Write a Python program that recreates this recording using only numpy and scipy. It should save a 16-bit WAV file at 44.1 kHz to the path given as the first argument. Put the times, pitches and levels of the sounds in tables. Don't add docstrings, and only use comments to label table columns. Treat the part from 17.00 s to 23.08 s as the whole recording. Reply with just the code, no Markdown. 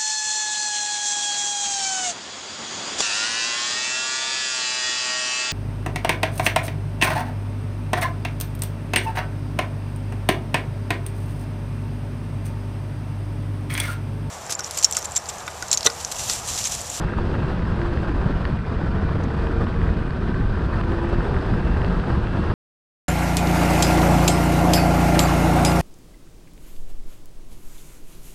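import sys
import numpy as np
from scipy import signal
from scipy.fft import rfft, irfft, next_fast_len
from scipy.io import wavfile
from scipy.ndimage import uniform_filter1d, minimum_filter1d, map_coordinates

SR = 44100
rng = np.random.default_rng(int(sys.argv[2]) if len(sys.argv) > 2 else 0)


def pcm_store(signal):
    levels = np.round(np.clip(np.atleast_2d(signal), -1, 1) * 32767)
    wavfile.write(sys.argv[1], SR, levels.astype(np.int16).T)


def boost_factor(decibels):
    exponent = np.asarray(decibels, float) / 20
    return 10 ** exponent


N = 268200


def unit(x):
    return x / np.sqrt(np.mean(x ** 2) + 1e-20)


def curves(rows):
    s, *cols = np.transpose(rows)
    return [np.interp(np.arange(N) / SR, s, c) for c in cols]


def coarse(shape):
    t = np.arange(0, N / SR, .002)
    return np.interp(np.arange(N) / SR, t, shape(t))


def wobble(rate):
    knots = rng.standard_normal(int(N * rate / SR) + 4)
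    return coarse(lambda t: map_coordinates(knots, [t * rate]))


def humps(rows):
    return coarse(lambda t: sum(db * np.exp(-2 * ((t - s) / width) ** 2) for s, db, width in rows))


def filtered(x, response):
    m = next_fast_len(N + 8192)
    return irfft(rfft(x, m) * response(np.fft.rfftfreq(m, 1 / SR)), m)[:N]


def rush(spectrum, patchy_db):
    z = signal.stft(rng.standard_normal(N), nperseg=512)[2]
    field = uniform_filter1d(rng.standard_normal(z.shape), size=6, axis=0)
    field = uniform_filter1d(field, size=10, axis=1)
    x = signal.istft(z * boost_factor(patchy_db * unit(field)), nperseg=512)[1][:N]
    hz, db = np.transpose(spectrum)
    return unit(filtered(x, lambda f: boost_factor(np.interp(np.log(f + 1), np.log(hz), db))))


def tone(cycles, db, unsteady_db, drift):
    size_db = unsteady_db * (0.62 * wobble(7) + 0.75 * wobble(24))
    return np.sqrt(2) * boost_factor(db + size_db) * np.sin(2 * np.pi * cycles + drift * wobble(9))


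def blips(s, db, hz, rise):
    u = np.arange(1 + int(14 * rise * SR)) / SR / rise
    envelope = (u / 2) ** 2 * np.exp(2 - u)
    rows = boost_factor(db)[:, None] * envelope * np.sin(2 * np.pi * np.outer(hz, u * rise))
    at = (s * SR).astype(int)[:, None] + np.arange(len(u))
    return np.bincount(at.ravel(), rows.ravel(), N + len(u))[:N]


# time_s, firing_rate_hz
ENGINE_SPEED = [(0, 42.75), (.6, 43.2), (.95, 43.2), (1.3, 41.85), (1.6, 40.9), (1.85, 40.6), (2.1, 41.13),
                (2.5, 41.7), (2.8, 41.85), (3.6, 41.87), (4.2, 43.13), (4.6, 43.48), (5.53, 44.1)]


def firing():
    rate, = curves(ENGINE_SPEED)
    return rate, np.cumsum(rate) / SR


# order, level_db
STEADY_ORDERS = [(1, -41), (2, -41), (5, -45), (16, -57), (23, -55), (24, -59), (29, -59), (33, -56),
                 (34, -58), (37, -54), (38, -56), (58, -63), (60, -63)]
# order, start_s, length_s, level_db
BOOMS = [(8, .07, .45, -41), (8, .77, .2, -37), (8, .8, .55, -43), (8, 2.0, .3, -48), (8, 2.52, .2, -40),
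         (8, 2.8, .33, -39), (8, 3.2, .27, -45), (8, 3.7, .58, -40), (8, 3.88, .33, -33.5),
         (8, 4.28, .5, -40), (8, 4.85, .75, -44), (8, 5.3, .3, -42), (9, 0, .5, -42), (9, .95, .35, -46),
         (9, 1.95, .28, -47), (9, 2.35, .32, -41), (9, 2.72, 1.22, -44), (9, 3.55, .15, -48),
         (9, 4.06, .58, -40), (9, 4.75, .35, -41), (11, .1, .6, -52), (11, 1.77, 1.35, -45),
         (11, 2.38, .25, -46), (11, 4.13, .35, -47), (11, 4.55, .72, -44), (11, 5.33, .2, -46),
         (4, .15, .25, -40), (4, .45, .32, -35), (4, 1.25, .2, -39), (4, 1.95, .45, -38),
         (4, 2.55, .6, -36.5), (4, 3.25, .5, -39), (4, 4.5, .55, -36), (4, 5.05, .45, -41),
         (12, 3.85, .45, -52), (12, 0, .7, -53), (36, 1.9, .25, -53), (36, 3, .6, -56),
         (36, 3.83, .22, -50), (36, 4.25, .6, -53), (36, 5.1, .2, -51)]


def engine():
    turns = firing()[1]
    rest_db, rise_s = -55.5, .12

    def swell(t, start, length):
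        edge = np.minimum(t - start, start + length - t)
        return np.clip(edge / rise_s + .5, 0, 1)

    def size(k):
        spells = [row[1:] for row in BOOMS if round(row[0]) == k]
        return boost_factor(rest_db) + coarse(lambda t: sum(boost_factor(db) * swell(t, s, length) for s, length, db in spells))

    lifted = sum(size(k) * tone(k * turns, 0, unsteady_db=1.5, drift=.7) for k in (4, 8, 9, 11, 12, 36))
    steady = sum(tone(np.round(k) * turns + rng.random(), db, unsteady_db=4.5, drift=0.65)
                 for k, db in STEADY_ORDERS)
    return lifted + steady


# time_s, mesh_rate_hz
GEAR_MESH = [(0, 2700), (.15, 2712), (.45, 2722), (1, 2717), (1.6, 2673), (3.5, 2630), (3.8, 2645),
             (4.15, 2685), (4.6, 2697), (4.75, 2716), (5, 2710), (5.25, 2722), (5.53, 2729)]
# peak_s, loss_db, width_s
BACKLASH = [(.8, 8, .1), (.66, 4, .05), (1.06, 7, .08), (1.2, 6, .15), (3.95, 10, .1), (4.36, 12, .13),
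            (5.09, 16, .09), (3.8, -11, .04), (4.72, -3, .08), (5.4, -4, .07), (4.13, -7, .06),
            (4.5, 3, .06), (4.98, 5, .06), (0, 5, .05), (.15, -2, .1)]
CRUISE_HZ, PULL_HZ = 41.9, 42.9


def gear():
    rate = firing()[0]
    slack = np.clip((PULL_HZ - rate) / (PULL_HZ - CRUISE_HZ), 0, 1) ** 2
    extra_hz = np.maximum(rate - PULL_HZ, 0)
    db = -57.5 - 20.5 * slack + 1.3 * extra_hz - humps(BACKLASH)
    return tone(np.cumsum(curves(GEAR_MESH)[0]) / SR, db, unsteady_db=1.3, drift=.7)


# frequency_hz, density_db (per Hz)
BUFFET = [(6, -37), (10, -9.5), (25, -0.5), (37, 1), (70, 1.5), (110, -4), (180, -21.5), (400, -71),
          (1500, -130)]
# frequency_hz, density_db (per Hz)
FLUTTER = [(40, -44.5), (90, -5), (140, -1.5), (180, -1.5), (260, -8.5), (330, -14), (500, -31.5),
           (900, -74.5), (3000, -130)]
# peak_s, change_db, width_s
GUSTS = [(.06, 2.5, 0.027), (.12, -8, 0.047), (.46, -1, 0.066), (.62, -2.5, 0.18), (.97, 2.5, .04),
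         (1.08, -1, 0.046), (1.15, 1, 0.078), (1.74, -4, 0.039), (1.86, 2, .06), (2.07, 3.5, 0.068),
         (2.33, -2, 0.086), (2.6, 1, .06), (2.79, 7.5, 0.06), (2.85, -2, 0.025), (2.91, 4, 0.064),
         (3.45, 3.5, 0.13), (3.57, -4, 0.066), (3.88, 3, 0.18), (4.17, 2.5, 0.062), (4.23, -7, 0.034),
         (4.36, 4.5, 0.068), (4.43, -5, 0.054), (4.54, 7, 0.044), (4.63, 1, .06), (4.78, 0.5, 0.12),
         (4.98, 6, 0.043), (5.04, -8, 0.047), (5.1, 1.5, .06), (5.35, 2.5, 0.41), (.39, 5.5, 0.058),
         (1.58, -5, 0.04), (2.2, 2.5, .05), (3.68, 0, 0.046), (2.38, 2.5, 0.052), (4.2, -0.5, 0.057),
         (4.83, 5, 0.056), (5.17, 2.5, 0.13), (2.62, 2.5, .03), (3.47, -1, 0.046), (1.72, 1.5, .04)]


def wind():
    gust_db = humps(GUSTS)
    eddy = wobble(26)
    beat = np.cos(2 * np.pi * firing()[1] + 1.1 * wobble(4.8))
    buffet = unit(boost_factor(0.23 * eddy) * rush(BUFFET, patchy_db=0.36))
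    flutter_db = 0.44 * eddy + 1.43 * wobble(40) + .2 * wobble(3.9) + 1.0 * beat
    flutter = unit(boost_factor(flutter_db) * rush(FLUTTER, patchy_db=.5))
    return boost_factor(-24 + gust_db) * buffet + boost_factor(-28 + 0.35 * gust_db) * flutter


# frequency_hz, density_db (per Hz)
ROAR = [(60, -69.5), (150, -24.5), (300, 2), (420, 3), (520, -0.5), (780, -3.5), (990, -3.5), (1390, -6),
        (1550, -8), (1850, -11), (2180, -28.5), (3000, -32), (5000, -70), (9000, -120)]
# frequency_hz, density_db (per Hz)
HISS = [(500, -74), (1200, -32.5), (2000, 0), (2700, -1), (3320, -3), (4200, -7), (4900, -8.5),
        (5600, -15.5), (6800, -25.5), (9000, -59.5), (13000, -100)]
# frequency_hz, density_db (per Hz)
AIR = [(2500, -73.5), (4500, -31), (6200, 0), (6900, -5), (7600, -0.5), (7950, 2), (8300, -2.5),
       (10200, -4.5), (11500, -15), (12300, -24.5), (13400, -21), (14200, -24), (15100, -26),
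       (15700, -29.5), (20000, -90.5)]
# peak_s, loss_db, width_s
ROAR_DIPS = [(1.6, 4, 0.067), (1.71, 0, .04), (2.45, -1.5, 0.16), (2.68, 0.5, 0.13), (3.5, 2, 0.044),
             (4.95, -0.5, 0.066), (.15, 2, .04), (.95, 0, 0.078), (2.1, 0, 0.033), (3.07, 2, 0.16),
             (3.6, 0, 0.07), (4.3, 0, .06), (3.18, 2.5, 0.052), (3.34, 2.5, 0.036), (3.46, 2, .045),
             (5.3, 3, 0.022), (5.5, -0.5, 0.1)]


def road():
    t = np.arange(N) / SR
    rate, turns = firing()
    pull = rate - CRUISE_HZ
    wall_db = 1.46 * np.clip((t - 3.71) / 0.17, 0, 1) - humps(ROAR_DIPS)
    bump = 0.53 * wobble(17) + 0.68 * wobble(36) + 1.8 * wobble(70)
    beat = np.cos(2 * np.pi * turns + 1.5 * wobble(5.3))
    roar = unit(boost_factor(1.0 * bump + 0.65 * beat) * rush(ROAR, patchy_db=0.4))
    hiss = unit(boost_factor(0.45 * bump + 0.55 * beat + 0.36 * wobble(70)) * rush(HISS, patchy_db=0.7))
    air = unit(boost_factor(.5 * bump + 0.59 * wobble(80)) * rush(AIR, patchy_db=0.8))
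    roar_db = -32.5 + 0.11 * pull + wall_db
    hiss_db = -48.5 + 0.44 * pull + 0.59 * wall_db
    air_db = -67 + 0.59 * pull + .5 * wall_db
    return boost_factor(roar_db) * roar + boost_factor(hiss_db) * hiss + boost_factor(air_db) * air


def tap(s, body_db, body_hz, edge_db, snap_db):
    s, flat = s + .0003, np.ones(len(s))
    body = blips(s, body_db + 1, body_hz, rise=.00042)
    edge = blips(s, edge_db + 7, 2800 * flat, rise=.00032)
    catch = blips(s, snap_db + 7.5, 4400 * flat, rise=.00034)
    return body + edge + catch


# start_s, peak_db, edge_db, catch_db
TICKS = [(.085, -23, -5, -8), (0.136, -25, -8, -9), (.3135, -28, 3, 0), (.352, -24, -4, -8),
         (.718, -43, 0, 0), (0.8157, -20, 0, -5), (0.86, -30, 2, 0), (0.973, -22.5, -3, -4),
         (1.093, -25, 5, -6), (1.4522, -18, 4.5, 6.5), (1.4555, -30, 4, 4), (1.463, -36, 0, 3.5),
         (1.473, -34.5, 6.5, 4), (1.57, -32, 8, -2), (1.983, -26, -2.5, -5), (2.092, -32, 10, 3),
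         (2.35, -32, 4, 6), (2.47, -24.5, 6, 0), (2.8157, -20, -0.5, -8), (2.868, -27, -1, 0),
         (3.106, -24.5, 1, 9), (3.2835, -34, -2, -6), (3.812, -25, 6.5, -1), (3.835, -35, 5, 2),
         (3.919, -28, 8.5, 1), (4.096, -30, 8, 0), (4.146, -23.5, 0, 2), (4.231, -28.5, 4, 0),
         (4.365, -21, -1, -8), (4.5116, -30, 4, -2), (4.8172, -22.5, 7, -5), (4.846, -23, 9, 10),
         (4.862, -38, 3, 15), (4.878, -29, 0.5, 0), (4.9082, -29, 2, 2.5), (4.998, -25, 5, 6),
         (5.1297, -30, 7, 5), (5.2708, -20.5, -1, 0), (2.669, -24.5, 1, -1), (4.672, -27, 6, -2)]


def ticks():
    when, size, pitch, edge = rng.random((450, 4)).T
    rattle_db = -37 - 3 * np.log(size + .1)
    rattle_edge_db = rattle_db - 18 - 6 * edge
    rattle = tap(when * N / SR, rattle_db, 1100 + 900 * pitch, rattle_edge_db, rattle_edge_db - 10)
    s, db, edge_db, snap_db = np.transpose(TICKS)
    panel_hz = 1640 + 90 * rng.standard_normal(len(s))
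    body_db = db - 3.2
    return tap(s, body_db, panel_hz, body_db - 17 + edge_db, body_db - 27 + snap_db) + rattle


# start_s, peak_db, pitch_hz
KNOCKS = [(0.1363, -21, 1290), (0.1845, -19, 950), (0.7183, -31, 1130), (1.045, -18, 1330),
          (1.3084, -23, 1320), (1.4521, -22, 1090), (2.0905, -22, 1100), (2.4695, -21, 950),
          (2.5087, -24, 1380), (2.6309, -19.5, 1050), (2.6678, -17.5, 1060), (3.7264, -22.5, 1020),
          (3.8097, -20, 1180), (3.8325, -24, 1050), (3.9828, -24, 1540), (4.0442, -23, 802),
          (4.1445, -28.5, 1120), (4.2048, -24.5, 1540), (4.2527, -20, 1340), (4.5381, -20, 1240),
          (4.6718, -27, 1030), (4.6917, -25, 1240), (4.8174, -22.5, 939), (4.9506, -22, 1260),
          (5.037, -19, 1300)]


def knocks():
    s, db, hz = np.transpose(KNOCKS)
    return blips(s + .0005, db - 3.5, hz, rise=0.00065)


# start_s, length_s, level_db
SCUFFS = [
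    (2.226, .024, -53.5),
    (3.105, .006, -57),
    (.325, .012, -60),
    (2.236, .008, -53),
]
# frequency_hz, density_db (per Hz)
SCUFF_COLOUR = [(2500, -30), (3900, 0), (5200, -8), (6200, 0), (7000, -9), (8500, -12), (10500, -30),
                (14000, -60), (18000, -100)]


def scuffs():
    t = np.arange(N) / SR
    shape = sum(boost_factor(db) * np.sin(np.pi * np.clip((t - s) / length, 0, 1)) for s, length, db in SCUFFS)
    return shape * rush(SCUFF_COLOUR, patchy_db=.8)


# start_s, peak_db, pitch_hz
SLAPS = [(.436, -10.5, 124), (.536, -15.5, 184), (0.722, -13, 185), (.949, -20, 306), (1.094, -17, 286),
         (1.152, -18, 279), (1.256, -9.5, 147), (1.399, -14, 177), (1.521, -16, 151), (1.945, -12, 114),
         (2.051, -18, 189), (2.133, -21, 111), (2.265, -14.5, 245), (2.492, -18, 321), (2.806, -13, 110),
         (2.859, -15, 120), (2.918, -13.5, 180), (3.285, -9, 183), (3.392, -13.5, 189), (3.751, -14, 124),
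         (4.181, -8.5, 150), (4.51, -16, 113), (4.526, -17, 313), (4.582, -20.5, 304), (4.801, -15, 181),
         (4.892, -14, 193), (4.971, -22, 181), (5.122, -14.5, 111), (5.17, -11, 174), (5.245, -13, 124),
         (5.387, -11, 180), (5.387, -13.5, 308), (5.411, -10.5, 115), (5.497, -10, 109), (5.531, -17.5, 90),
         (1.3, -18.5, 260), (2.81, -19, 270), (4.39, -18.5, 280)]


def slaps():
    s, db, hz = np.transpose(SLAPS)
    return blips(s, db - 5, hz, rise=0.0035)


def scene():
    steady = engine() + gear() + wind() + road()
    return (steady + ticks() + knocks() + scuffs() + slaps())[None]


# frequency_hz, share_of_frames
HOLES = [(7000, 0), (10500, .02), (11400, .1), (12000, .35), (12700, .08), (13900, .08), (14400, .6),
         (15200, .8), (15800, 1)]
# peak_s, extra_share, width_s
THIN_MOMENTS = [(.38, .3, .03), (.85, .15, .04), (1.31, .3, .03), (1.8, .5, .09), (2.3, .25, .05),
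                (2.44, .2, .04), (2.57, .3, .04), (2.94, .3, .04), (3.3, .2, .03), (3.53, .2, .03),
                (4.07, .25, .03), (4.3, .25, .04), (4.89, .3, .03), (5.06, .3, .04), (5.18, .25, .05),
                (5.49, .2, .03)]


def thinned(x):
    hz, t, z = signal.stft(x, SR, nperseg=2048)
    band = (hz // 280).astype(int)
    treble = np.clip((hz[:, None] - 7500) / 2000, 0, 1)
    short = np.interp(t, np.arange(N) / SR, humps(THIN_MOMENTS)) * treble
    luck = rng.random((band.max() + 1, len(t) // 2 + 1))[band][:, np.arange(len(t)) // 2]
    together = np.where(hz[:, None] > 14200, luck[-1], luck)
    keep = together > np.interp(hz, *np.transpose(HOLES))[:, None] + short
    return signal.istft(z * np.where(keep | (t < .04), 1, .1), SR, nperseg=2048)[1][:, :N]


def low_pass(x):
    return signal.sosfilt(signal.butter(12, 15600, fs=SR, output="sos"), x)


def record(dry):
    need = np.minimum(1, (0.42 / (np.abs(dry) + 1e-9)) ** 0.74)
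    gain = minimum_filter1d(need, size=441)
    gain = uniform_filter1d(uniform_filter1d(gain, size=221), size=221)
    left = 5.5395 - np.arange(N) / SR
    fade = np.clip(left / .00012, 0, 1) * np.clip(.65 + left / .06, 0, 1)
    mix = thinned(dry * gain) * fade
    return low_pass(mix)


dry = scene()
out = record(dry)
pcm_store(out)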